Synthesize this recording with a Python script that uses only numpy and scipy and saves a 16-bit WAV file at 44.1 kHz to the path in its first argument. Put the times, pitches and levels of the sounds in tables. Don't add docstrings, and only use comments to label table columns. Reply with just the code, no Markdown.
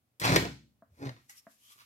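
import sys
import numpy as np
from scipy import signal
from scipy.fft import rfft, irfft
from scipy.io import wavfile

SR = 44100
rng = np.random.default_rng(int(sys.argv[2]) if len(sys.argv) > 2 else 0)


def waveform_to_disk(signal):
    frames = np.transpose(np.atleast_2d(signal))
    scaled = np.clip(frames, -1, 1) * 32767
    samples = np.round(scaled).astype(np.int16)
    wavfile.write(sys.argv[1], SR, samples)


N = 81585
T = np.arange(N) / SR
SIDE_LAG_S, PORT_SPAN_S, PORT_MISMATCH_DB = 0.00034, 0.00046, -15.5

# frequency in Hz, t60 in seconds.
ROOM_DECAY = [(60, .4), (200, 0.69), (500, 0.2), (1200, 0.26), (3000, 0.37), (7000, 0.4), (15000, 0.3)]
# frequency in Hz, relative density in dB.
ROOM_SPECTRUM = [(50, -7.5), (250, -12), (600, -1.5), (2000, 3), (6000, -1), (16000, 4)]
AIR_SPECTRUM = [(25, -6), (60, -4.5), (120, -2), (165, -12), (240, -6), (350, -16), (500, -12.5),
                (900, -18), (2700, -23.5), (7000, -27.5), (16000, -24.5)]

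# time in seconds, relative levels of the middle and of the treble in dB.
RUSTLE_LEVELS = [(.9, -94, -88), (.99, -90.5, -70.5), (1.05, -83.5, -68.5), (1.13, -113.5, -73.5),
                 (1.19, -84.5, -77), (1.28, -94.5, -74), (1.305, -73.5, -51.5), (1.345, -70.5, -63.5),
                 (1.38, -82, -54.5), (1.396, -75, -56.5), (1.41, -86.5, -71.5), (1.48, -80.5, -74.5),
                 (1.515, -85.5, -62.5), (1.575, -91, -70.5), (1.65, -72, -61.5), (1.69, -70, -61),
                 (1.725, -64, -55), (1.755, -77, -64), (1.79, -61, -64), (1.815, -58.5, -65),
                 (1.85, -86, -70)]
# frequency in Hz, relative density in dB.
RUSTLE_MIDDLE_SPECTRUM = [(300, -22), (700, -18.5), (1150, 6.5), (1700, -4.5), (2500, -3), (3150, -4),
                          (4200, -1.5), (8000, -16.5)]
RUSTLE_TREBLE_SPECTRUM = [(1000, -22.5), (2500, 0), (4300, -1.5), (5500, 2.5), (7000, 2), (9500, 0),
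                          (12000, 4), (14000, -2), (16000, -31.5)]
SCUFF_SPECTRUM = [(300, -46), (600, -16.5), (800, -8), (1250, 2.5), (1800, 7), (2200, 9.5), (3500, -20),
                  (5300, 0.5), (7000, 4), (9500, -10.5), (12000, -7), (16000, -18)]
# time in seconds, level in dB.
SCUFF_LEVELS = [(1.275, -93), (1.291, -72), (1.296, -43), (1.302, -56.5), (1.311, -72.5), (1.34, -81.5)]
# frequency in Hz, relative level in dB, t60 in seconds.
SCUFF_MODES = [(804, -2, 0.06), (1810, -0.5, .04), (2015, 4, 0.063)]
# time in seconds, frequency in Hz, level in dB.
SQUEAKS = [
    [(1.35, 5760, -82), (1.385, 5510, -56), (1.41, 5450, -74), (1.46, 5400, -86)],
    [(1.57, 2873, -92.5), (1.63, 3130, -71), (1.68, 3200, -66.5), (1.73, 3350, -64.5), (1.76, 3370, -86.5)],
]

# start in seconds, relative level in dB, low-pass cutoff in Hz.
TAPS = [(0.8225, -44.5, 1480), (1.4681, -41, 2052)]
# frequency in Hz, relative level in dB, t60 in seconds.
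TAP_MODES = [(231, -11, .07), (275, -14, .05), (689, -7, .035), (1150, 0, .004), (1626, -8, .008)]
# delay in seconds, left gain in dB, right gain in dB.
TAP_ECHOES = [(.003, -11.5, -18.5), (.0048, -13, -12.5), (.0073, -24, -6.5), (.0093, -19, -15.5),
              (0.0108, -12.5, -12.5)]

# time in seconds, level in dB.
SWELL_LEVELS = [(.78, -80), (.86, -74), (.9, -73.5), (.93, -63.5), (.96, -74), (1.01, -53.5), (1.05, -63),
                (1.1, -92)]
# frequency in Hz, relative density in dB.
SWELL_SPECTRUM = [(30, -12), (55, -6), (92, 2.5), (130, -8.5), (250, -32), (1000, -71.5)]
# time in seconds, slips per second, fundamental level in dB, overtone gain in dB.
JUDDER = [(.98, 142, -75, -70), (1.012, 141, -62, -50), (1.032, 139, -56, -39), (1.05, 136, -44, -44),
          (1.066, 134, -33, -40), (1.082, 132, -35, -43), (1.11, 122, -45, -58), (1.15, 116, -55, -70),
          (1.21, 116, -75, -90)]
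# harmonic number, relative level in dB.
JUDDER_OVERTONES = [(2, 2), (3, -4.5), (4, -15), (5, -16), (6, -8.5)]
# time in seconds, relative levels of rumble and of rattle in dB.
SLIDES = [
    [(.197, -53, -51), (.218, -48.5, -44.5), (.24, -39.5, -33), (.254, -44.5, -30.5), (.30, -30.5, -31),
     (.355, -26, -31), (.39, -37, -53), (.465, -35.5, -62), (.51, -63, -68), (.6, -74.5, -108.5)],
    [(.9, -79, -92), (.93, -76, -88), (.96, -79, -75), (1.0, -57.5, -67), (1.032, -44, -52.5),
     (1.075, -46.5, -52.5), (1.10, -45, -75), (1.125, -69, -87.5), (1.19, -83, -69.5), (1.27, -98, -91.5)],
]
# frequency in Hz, relative density in dB.
RATTLE_SPECTRUM = [(200, -15), (600, -5.5), (1000, 8), (1600, 0.5), (2350, 4), (3000, -9.5), (4300, 1),
                   (5700, -4), (7200, -9), (10000, -18.5), (11800, -16.5), (16000, -27.5)]

# start in seconds, relative levels of thud, clack and tick in dB, room send in dB.
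KNOCKS = [(0.1986, -74, -73, -32, 4.5), (0.2165, -30.5, -31, -45, 4.5), (0.224, -58, -35.5, -43.5, -28),
          (0.2425, -35, -25, -33, 6.5), (0.2503, -25.5, -19, -42, -1), (0.2542, -30.5, -26, -28.5, -5.5),
          (0.2604, -24.5, -34, -49.5, 4), (0.2759, -27.5, -22.5, -41, 4), (.294, -22, -25, -35, -2),
          (0.3216, -18, -30, -33, 1.5), (0.338, -22, -28, -35, -1), (0.3596, -20.5, -15, -19, -6.5),
          (0.3622, -18, -17.5, -27.5, -5), (0.3651, -22.5, -17.5, -27.5, -1),
          (.395, -28.5, -35.5, -55.5, -2), (.425, -26, -69, -59, 0), (.452, -34.5, -32.5, -66, -1.5),
          (1.054, -54.5, -41.5, -58, 1.5), (1.0605, -45.5, -49, -70, -13), (1.069, -49.5, -41, -79, 0),
          (1.092, -45, -37.5, -68, -20), (1.164, -59, -54, -73, 1), (1.702, -85, -57.5, -63.5, -7),
          (1.759, -65, -84, -74.5, -13.5), (1.818, -82, -58, -70, -5)]
# frequency in Hz, relative density in dB.
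THUD_SPECTRUM = [(25, -33), (50, -23), (70, -9.5), (120, 6.5), (200, -1.5), (270, 2), (400, -2.5),
                 (620, -2), (900, -12), (1500, -11.5), (4000, -52.5)]
CLACK_SPECTRUM = [(200, -20), (500, -2), (1000, 1), (1500, -2.5), (1850, 3), (2400, -3.5), (3000, -5.5),
                  (4300, -3), (5600, -12), (7200, -16), (10000, -30), (16000, -30)]
TICK_SPECTRUM = [(500, -23.5), (2000, -4.5), (4500, -2.5), (6300, 0.5), (8000, -2.5), (10000, -10),
                 (11700, -2.5), (13500, -13), (16000, -13)]
# frequency in Hz, relative level in dB, t60 in seconds.
LOOSE_MODES = [(1030, -2, .04), (2260, -2, .03), (2500, 0, .035), (3570, -5, .03), (5500, -4, .02)]
PANEL_MODES = [(66.5, -14.5, 0.48), (119.2, -2.5, .42), (145.5, -2.5, 0.33), (175, -7.5, 0.31),
               (227.5, -15.5, 0.6), (269.4, -5.5, 0.34), (349.6, -2, 0.12), (391.7, -5, 0.14),
               (436, -9.5, .2), (586, -8, .17), (644.5, -16, 0.24), (855, -13, 0.25), (1131, -12, 0.11),
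               (1306, -14.5, .17)]
CATCH_MODES = [(1845, 0, .15), (1923, -9, .12), (1997, -5, .14), (2244, -12, .2), (2462, -12, .18)]


def amp(db):
    return 10 ** (np.asarray(db) / 20)


def unit_rms(x):
    return x / np.sqrt(np.mean(x ** 2) + 1e-20)


def at_frequency(points, hz):
    known_hz, values = np.transpose(points)
    return np.interp(np.log(hz + 1), np.log(known_hz + 1), values)


def envelope(rows, column=1):
    rows = np.array(rows)
    return amp(np.interp(T, rows[:, 0], rows[:, column], left=-200, right=-200))


def butterworth(x, order, hz, kind):
    return signal.sosfilt(signal.butter(order, hz, kind, fs=SR, output="sos"), x)


def excite(force, response):
    return signal.fftconvolve(force, response / np.linalg.norm(response))[:N]


def colour(x, spectrum):
    gain = amp(at_frequency(spectrum, np.fft.rfftfreq(8192, 1 / SR)))
    cepstrum = irfft(np.log(gain))
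    cepstrum[1:4096] *= 2
    cepstrum[4097:] = 0
    return excite(x, irfft(np.exp(rfft(cepstrum)))[:4096])


def ring(modes):
    return sum(amp(db - 60 * T / t60) * np.sin(2 * np.pi * hz * T) for hz, db, t60 in modes)


def delay(x, seconds):
    return np.concatenate([np.zeros(max(round(seconds * SR), 0)), x])[:N]


def grains(per_s, spread_db):
    size = amp(spread_db * np.minimum(rng.exponential(1, N), 3))
    sign = rng.choice([-1, 1], N)
    return unit_rms(size * sign * (rng.random(N) < per_s / SR))


def diffuse_noise():
    left, independent = rfft(rng.standard_normal((2, N)))
    coherence = np.sinc(2 * np.fft.rfftfreq(N, 1 / SR) * PORT_SPAN_S) / (1 + amp(PORT_MISMATCH_DB))
    right = coherence * left + np.sqrt(1 - coherence ** 2) * independent
    return irfft(np.array([left, right]), N)


def room(x):
    hz, t, bands = signal.stft(diffuse_noise(), SR, nperseg=256)
    start_db = at_frequency(ROOM_SPECTRUM, hz)[:, None]
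    t60 = at_frequency(ROOM_DECAY, hz)[:, None]
    _, tail = signal.istft(bands * amp(start_db - 60 * t / t60), SR, nperseg=256)
    tail = tail[:, :SR] * np.minimum(T[:SR] / 0.0018, 1)
    return signal.fftconvolve(x[None], tail / np.linalg.norm(tail[0]), axes=1)[:, :N]


def direct(x, lag_s=SIDE_LAG_S):
    return np.array([x, delay(x, lag_s)])


def placed(x, wet_db, lag_s=SIDE_LAG_S):
    return direct(x, lag_s) + amp(wet_db) * room(x)


def air_and_hum(air_db=-78.5, hum_db=-84.5, hum_hz=119.5):
    air = np.array([colour(side, AIR_SPECTRUM) for side in diffuse_noise()])
    return amp(air_db) * air + amp(hum_db) * np.sin(2 * np.pi * hum_hz * T)


def rustles():
    rubbing = envelope(RUSTLE_LEVELS) * grains(per_s=2500, spread_db=5)
    middle = placed(colour(rubbing, RUSTLE_MIDDLE_SPECTRUM), wet_db=0)
    hiss = envelope(RUSTLE_LEVELS, column=2) * diffuse_noise()
    treble = np.array([colour(side, RUSTLE_TREBLE_SPECTRUM) for side in hiss])
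    return amp([[-2], [1]]) * middle + amp([[-1], [-3]]) * treble


def squeak(rows, bandwidth_hz=350):
    times, hz, _ = np.transpose(rows)
    noise = rng.standard_normal((2, N)) + 1j * rng.standard_normal((2, N))
    baseband = butterworth(noise, 2, bandwidth_hz / 2, "lowpass")
    carrier = np.exp(2j * np.pi * np.cumsum(np.interp(T, times, hz)) / SR)
    return envelope(rows, column=2) * unit_rms((baseband * carrier).real)


def scuff():
    rubbing = envelope(SCUFF_LEVELS) * grains(per_s=5500, spread_db=2.23)
    hollow = amp(-9.5) * excite(rubbing, ring(SCUFF_MODES))
    return placed(colour(rubbing, SCUFF_SPECTRUM) + hollow, wet_db=-4)


def changer_taps():
    tap = -ring(TAP_MODES)
    muffled = sum(delay(amp(db) * butterworth(tap, 6, hz, "lowpass"), start) for start, db, hz in TAPS)
    taps = butterworth(muffled, 2, 170, "highpass")
    echoes = sum(amp([[left], [right]]) * delay(taps, lag) for lag, left, right in TAP_ECHOES)
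    return placed(taps, wet_db=0.76, lag_s=0) + echoes


def weight_swell():
    return envelope(SWELL_LEVELS) * colour(rng.standard_normal(N), SWELL_SPECTRUM)


def judder(jitter=0.04, correlation_s=0.0029):
    times, slip_hz = np.transpose(JUDDER)[:2]
    pole = np.exp(-1 / (correlation_s * SR))
    wobble = unit_rms(signal.lfilter([1], [1, -pole], rng.standard_normal(N)))
    phase = 2 * np.pi * np.cumsum(np.interp(T, times, slip_hz) * (1 + jitter * wobble)) / SR
    overtones = sum(amp(db) * np.cos(harmonic * phase) for harmonic, db in JUDDER_OVERTONES)
    groan = envelope(JUDDER, column=2) * np.cos(phase) + envelope(JUDDER, column=3) * overtones
    return placed(groan, wet_db=-27)


def slide(rows, wet_db):
    body_slips = envelope(rows) * grains(per_s=900, spread_db=0.58)
    rattle_slips = envelope(rows, column=2) * grains(per_s=1000, spread_db=4)
    rumble = amp(-1.5) * colour(body_slips, THUD_SPECTRUM)
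    rattle = amp(-2.5) * colour(rattle_slips, RATTLE_SPECTRUM)
    ringing = amp(-12) * excite(rattle_slips, ring(LOOSE_MODES))
    return placed(rumble + rattle + ringing, wet_db)


def contact(start, db, decay_s, rise_s=0.0003):
    chatter = unit_rms(np.tanh(2 * rng.standard_normal(N)))
    shape = (1 - np.exp(-T / rise_s)) * np.exp(-T / decay_s)
    return delay(amp(db) * shape * chatter, start)


def knocks():
    thuds, clacks, ticks = np.zeros((3, 2, N))
    for start, thud_db, clack_db, tick_db, room_db in KNOCKS:
        paths = np.array([[1], [amp(room_db)]])
        thuds += paths * contact(start, thud_db, decay_s=0.012)
        clacks += paths * contact(start, clack_db, decay_s=0.0038)
        ticks += paths * contact(start, tick_db, decay_s=0.003)
    near, room_send = [
        amp(-6) * colour(thud, THUD_SPECTRUM) + colour(clack, CLACK_SPECTRUM) + colour(tick, TICK_SPECTRUM)
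        for thud, clack, tick in zip(thuds, clacks, ticks)]
    return direct(near) + room(room_send)


def panel():
    impulses = np.zeros(N)
    for start, thud_db, *_ in KNOCKS:
        impulses[round(start * SR)] += amp(thud_db)
    ringing = amp(-10) * signal.fftconvolve(impulses, ring(PANEL_MODES))[:N]
    return amp([[0.7], [-0.7]]) * placed(ringing, wet_db=-10)


def catch(stop_s=0.3625):
    ringing = delay(amp(-27) * ring(CATCH_MODES), stop_s)
    return amp([[-2], [1]]) * placed(ringing, wet_db=-12, lag_s=0)


def scene():
    handling = rustles() + sum(squeak(rows) for rows in SQUEAKS) + scuff()
    sliding = slide(SLIDES[0], wet_db=0) + slide(SLIDES[1], wet_db=-1.5)
    shoving = weight_swell() + judder() + sliding + knocks() + panel() + catch()
    return air_and_hum() + handling + changer_taps() + shoving


def record(dry, low_hz=60, high_hz=16000):
    thinned = butterworth(dry, 4, low_hz, "highpass")
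    lowpass = signal.firwin(401, high_hz, window=("kaiser", 9), fs=SR)
    return signal.oaconvolve(thinned, lowpass[None], "same")


dry = scene()
out = record(dry)
waveform_to_disk(out)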